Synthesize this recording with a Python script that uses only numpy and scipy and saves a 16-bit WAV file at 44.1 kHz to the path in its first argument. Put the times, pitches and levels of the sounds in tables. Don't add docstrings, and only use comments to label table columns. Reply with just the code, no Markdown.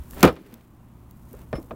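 import sys
import numpy as np
from scipy import signal
from scipy.fft import rfft, irfft
from scipy.io import wavfile
from scipy.ndimage import uniform_filter1d

SR = 44100
rng = np.random.default_rng(int(sys.argv[2]) if len(sys.argv) > 2 else 0)


def to_wav(s):
    ch = np.atleast_2d(s).T
    pcm = np.round(np.clip(ch, -1, 1) * 32767)
    wavfile.write(sys.argv[1], SR, pcm.astype(np.int16))


N = 77175
TIME = np.arange(N) / SR

# t/s, level/dB, dull above f/Hz, thin below f/Hz, ring time factor,
# boom of the struck spot f/Hz, boom boost/dB
BLOWS = [(0.2295, -10, 9200, 69, 0.76, 300, -0.5), (0.2391, -9.5, 3000, 132, .75, 487, 3.5),
         (0.2564, -24.5, 2464, 197.8, .55, 302.3, 2), (0.2765, -17.5, 3500, 878, 0.49, 600, 4.5),
         (0.2873, -27.5, 3500, 500, 0.54, 600, -7), (0.364, -41, 5100, 914, 0.43, 910, 6),
         (0.388, -51.5, 8690, 900, 0.38, 300, 5), (1.339, -47, 1280, 400, .45, 560, 13.5),
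         (1.529, -28, 2220, 168, 0.59, 629, 11), (1.5559, -39, 7000, 1210, .6, 614, 4),
         (1.582, -39.5, 890, 250, 0.75, 340, 7.5), (1.634, -51, 714, 300, .7, 450, 7),
         (1.7, -48, 598, 366, 0.42, 399, 4), (1.7087, -28, 2120, 542, 0.29, 590, 12),
         (1.7256, -42.5, 800, 150, 0.8, 564, 4)]
# f/Hz, relative level/dB, t60/s before a blow's ring time factor
DOOR_MODES = [(76, -12, .3), (128, -16, .2), (151, -13, .22), (181, -3, .24), (219, -2, .2), (275, 0, .18),
              (308, -4, .17), (355, -3, .18), (388, -5, .16), (479, -2, .16), (507, -2, .17),
              (555, -8, .16), (630, -12, .2), (659, -8, .18), (763, -10, .17), (999, -11, .17),
              (1055, -9, .18), (1228, -7, .16), (1286, -10, .17), (1400, -11, .14), (1803, -8, .15),
              (2379, -13, .16)]
# f/Hz, level/dB at a spacing of MODE_GAP_HZ, t60/s before that factor
WOOD_GRAIN = [(45, -11.5, 0.13), (150, -9, .25), (300, -7.5, .2), (550, -16, 0.22), (850, -19, 0.19),
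              (1200, -19, .17), (2160, -26, 0.12), (3500, -30.5, .16), (6500, -42, .17), (14700, -36, .16)]
DOOR_MODES_DB, MODE_GAP_HZ, BOOM_WIDTH_HZ = -5.5, 21, 100
# t/s, level/dB, f/Hz, t60/s
THUMPS = [(0.2325, -2, 190, 0.041), (0.242, -22, 76, .15), (0.27, -22, 66, .16), (0.528, -38, 228, .14),
          (1.336, -36, 420, .06), (1.535, -23, 133.3, .07), (1.553, -26.5, 60, 0.16),
          (1.584, -30, 330, .07), (1.712, -31, 225, .07)]
THUMP_RISE_S, BUILD_CYCLES = .0035, .66

# t/s, level/dB, t60/s, tilt/(dB per octave)
CRACKS = [(0.2293, -8, 0.013, 0.5), (0.2305, -12, 0.0088, 3), (0.2322, -16.5, 0.011, -2),
          (0.2505, -22.5, 0.023, 2), (0.2768, -20.5, .01, -7.5), (0.2885, -37, .01, 1.5),
          (1.5295, -35, 0.01, -7), (1.5555, -42, .02, -6), (1.709, -40, .025, -12)]
# f/Hz, relative level/dB
CRACK_COLOUR = [(200, -12.5), (1000, 1), (2500, 8.5), (4200, -4), (6000, 2.5), (8000, -8.5), (10500, -9),
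                (12500, -4), (16000, -4.5)]
# t/s, level/dB
PINGS = [(0.2385, -50), (0.251, -50)]
# f/Hz, relative level/dB, t60/s
METAL_MODES = [(5300, -7, .24), (6880, 6, .05), (9250, 9, .04), (10860, -4, .25), (13200, -8, .2)]
# f/Hz, relative level/dB, glide as a share of f
SQUEAK_PARTIALS = [(2085, -4, .04), (5230, 0, .025), (10880, -8, -.012)]
SQUEAK_START_S, SQUEAK_LENGTH_S, SQUEAK_DB = 1.534, .076, -52
# t/s, level/dB, t60/s, tilt/(dB per octave)
TICKS = [(0.1095, -36.5, 0.013, 0), (0.1255, -57, 0.024, -3.5), (0.134, -41, 0.014, -10),
         (0.145, -42, .03, 4), (0.196, -39, .022, -0.5), (0.207, -32, .015, -4), (0.218, -43, 0.018, 4),
         (0.3275, -48, 0.012, -2.5), (0.3562, -50.5, 0.01, 0), (0.463, -56, .04, -7), (0.525, -55, .05, -9),
         (0.541, -38, 0.0081, -1.5), (0.609, -59, .04, -9), (1.1105, -40, 0.0068, 2.5),
         (1.331, -37, 0.01, 9), (1.416, -53.5, 0.022, -4), (1.6275, -47, 0.017, -1)]
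# f/Hz, relative level/dB
TICK_COLOUR = [(500, -26.5), (2500, -11.5), (6000, -9.5), (9000, -10), (14000, -2), (16000, -3)]

# t/s, level/dB
SLEEVE_FADER = [(0, -62), (.07, -59.5), (.125, -50.5), (.18, -51), (.215, -48), (.25, -59), (.35, -68.5),
                (.5, -66.5), (.8, -73.5), (1.05, -71), (1.28, -64), (1.4, -59.5), (1.46, -68), (1.61, -63),
                (1.75, -69)]
# f/Hz, relative level/dB
SLEEVE_COLOUR = [(300, -5), (1500, -7), (4500, -10), (7000, -5), (10000, -3.5), (12500, -1), (16000, 0.5)]
GRAINS_PER_S, GRAIN_SPREAD_DB, GRAIN_SHARE = 2700, 5, .66
# t/s, level/dB
SHUFFLE_FADER = [(0, -56.5), (.1, -59), (.15, -52), (.175, -39.5), (.225, -36.5), (.3, -46.5), (.42, -58),
                 (.53, -54), (.66, -65.5), (1.25, -69), (1.41, -54), (1.47, -69.5), (1.75, -69.5)]
# f/Hz, relative level/dB
SHUFFLE_COLOUR = [(60, -3.5), (200, 4), (400, 0), (800, -9), (1500, -12.5), (2800, -18), (5000, -26.5),
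                  (16000, -46)]

# f/Hz, relative level/dB
ECHO_COLOUR = [(20, -45), (110, -28.5), (180, -6.5), (280, -3.5), (390, -3), (500, -22), (1300, -25),
               (2500, -10.5), (5000, -18), (15000, -29.5)]
ECHO_DB, ECHO_T60_S, ECHO_RISE_S = -35.5, .9, .08
# f/Hz, relative level/dB
AIR_COLOUR = [(25, -11.5), (55, -1.5), (90, -8), (170, -4), (280, -7), (450, -23), (700, -22), (1050, -20),
              (1700, -34), (2800, -39.5), (5000, -47), (16000, -43)]
# f/Hz, level/dB before the yard fader
HUM_PARTIALS = [(119, -55.5), (238, -64), (359, -72.5)]
AIR_DB, HUM_WAVER_HZ = -52.5, 3.4
# t/s, gain/dB
YARD_FADER = [(0, -1), (.22, 1), (.36, -10.5), (.55, -6.5), (.8, -2), (1.3, 0.5), (1.75, 0.5)]
# t/s, level/dB
RUMBLE_FADER = [(0, -36.5), (.06, -51.5), (.16, -46.5), (.3, -60.5), (.42, -66), (.65, -58), (1.2, -56),
                (1.42, -46), (1.5, -52.5), (1.75, -47)]
# f/Hz, relative level/dB
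RUMBLE_COLOUR = [(15, -13), (35, -8), (65, 2), (100, -10.5), (200, -37), (1000, -83)]
DRIVE_DB, KNEE, HIGH_CUT_HZ = 2, 4, 15950


def door():
    out = np.zeros(N)
    for start, *contact in BLOWS:
        add(out, start, blow(*contact))
    for start, db, hz, t60 in THUMPS:
        envelope = amp(db - 60 * TIME / t60) * (1 - np.exp(-TIME / THUMP_RISE_S))
        add(out, start, envelope * np.sin(2 * np.pi * hz * TIME))
    return out


def blow(db, dull_hz, thin_hz, ring_factor, boom_hz, boom_db):
    def excitation(hz):
        boost_db = boom_db / (1 + ((hz - boom_hz) / BOOM_WIDTH_HZ) ** 4)
        rolloff = np.sqrt((1 + (hz / dull_hz) ** 4) * (1 + (thin_hz / hz) ** 2))
        return amp(db + boost_db) / rolloff

    hz, mode_db, t60 = np.transpose(DOOR_MODES)
    gain = amp(DOOR_MODES_DB + mode_db) * excitation(hz)
    body = ring(hz, gain, t60 * ring_factor, np.pi * np.arange(len(hz)))

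    grid_hz = np.geomspace(440, 16400, 300) - 400
    gap_hz = np.gradient(grid_hz)
    hz = grid_hz + gap_hz * rng.uniform(-.5, .5, len(grid_hz))
    gain = amp(read(WOOD_GRAIN, hz)) * np.sqrt(gap_hz / MODE_GAP_HZ) * excitation(hz)
    t60 = read(WOOD_GRAIN, hz, column=2)
    return body + ring(hz, gain, t60 * ring_factor, rng.uniform(0, 2 * np.pi, len(hz)))


def snaps(events, spectrum):
    out = np.zeros(N)
    t = TIME[:4096]
    for start, db, t60, tilt in events:
        tilted = [(hz, band_db + tilt * np.log2(hz)) for hz, band_db in spectrum]
        burst = colour(rng.choice([-1., 1.], len(t)), tilted)
        add(out, start, burst * amp(db - 60 * t / t60))
    return out


def knuckles():
    out = np.zeros(N)
    hz, mode_db, t60 = np.transpose(METAL_MODES)
    for start, db in PINGS:
        add(out, start, ring(hz, amp(db + mode_db), t60, phase=0))
    return out


def squeak():
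    out = np.zeros(N)
    progress = np.arange(0, 1, 1 / (SQUEAK_LENGTH_S * SR))
    swell = np.sin(np.pi * progress ** .7) ** 2
    for hz, db, glide in SQUEAK_PARTIALS:
        cycles = np.cumsum(hz * (1 + glide * progress)) / SR
        add(out, SQUEAK_START_S, amp(SQUEAK_DB + db) * swell * np.sin(2 * np.pi * cycles))
    return out


def clothes():
    grain_db = GRAIN_SPREAD_DB * np.minimum(rng.exponential(1, N), 4)
    sizes = amp(grain_db) * rng.choice([-1, 1], N)
    grains = unit(sizes * (rng.random(N) < GRAINS_PER_S / SR))
    friction = GRAIN_SHARE * grains + (1 - GRAIN_SHARE) * rng.standard_normal(N)
    sleeve = colour(friction, SLEEVE_COLOUR) * fader(SLEEVE_FADER)
    return sleeve + noise(SHUFFLE_COLOUR) * fader(SHUFFLE_FADER)


def echo(hits):
    fade_in = 1 - np.exp(-(TIME / ECHO_RISE_S) ** 2)
    tail = noise(ECHO_COLOUR) * fade_in * amp(-60 * TIME / ECHO_T60_S)
    wet = signal.fftconvolve(hits, tail)[:N]
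    return amp(ECHO_DB) * np.std(hits) * unit(wet)


def yard():
    waver = unit(uniform_filter1d(uniform_filter1d(rng.standard_normal(N), 2000), 2000))
    fundamental_hz = HUM_PARTIALS[0][0]
    wavering_time = np.cumsum(1 + HUM_WAVER_HZ / fundamental_hz * waver) / SR
    hum = sum(amp(db) * np.sqrt(2) * np.sin(2 * np.pi * (hz * wavering_time + rng.random()))
              for hz, db in HUM_PARTIALS)
    air = amp(AIR_DB) * noise(AIR_COLOUR)
    rumble = noise(RUMBLE_COLOUR) * fader(RUMBLE_FADER)
    return (air + hum) * fader(YARD_FADER) + rumble


def ring(hz, gain, t60, phase):
    t = np.arange(15000, dtype=np.float32) / SR
    hz, gain, t60, phase = (np.float32(v * np.ones(len(hz)))[:, None] for v in (hz, gain, t60, phase))
    attack = 1 - np.exp(-t * hz / BUILD_CYCLES)
    decay = np.exp(np.maximum(-float(np.log(1000)) * t / t60, -20))
    return (gain * attack * decay * np.sin(2 * np.pi * hz * t + phase)).sum(0)


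def amp(db):
    return 10 ** (np.asarray(db) / 20)


def unit(x):
    return x / np.sqrt(np.mean(x ** 2) + 1e-20)


def read(points, hz, column=1):
    table = np.array(points)
    return np.interp(np.log(hz + 1), np.log(table[:, 0] + 1), table[:, column])


def fader(points):
    return amp(np.interp(TIME, *np.transpose(points)))


def colour(x, points):
    hz = np.fft.rfftfreq(len(x), 1 / SR)
    return unit(irfft(rfft(x) * amp(read(points, hz)), len(x)))


def noise(points):
    return colour(rng.standard_normal(N), points)


def add(mix, start, sound):
    part = mix[round(start * SR):][:len(sound)]
    part += sound[:len(part)]


def scene():
    hits = door() + snaps(CRACKS, CRACK_COLOUR) + knuckles()
    return (hits + echo(hits) + squeak() + snaps(TICKS, TICK_COLOUR) + clothes() + yard())[None]


def record(dry):
    driven = dry * amp(DRIVE_DB)
    clipped = driven / (1 + abs(driven) ** KNEE) ** (1 / KNEE)
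    high_cut = signal.firwin(301, HIGH_CUT_HZ, window=("kaiser", 8), fs=SR)
    return signal.oaconvolve(clipped, high_cut[None], "same")


dry = scene()
out = record(dry)
to_wav(out)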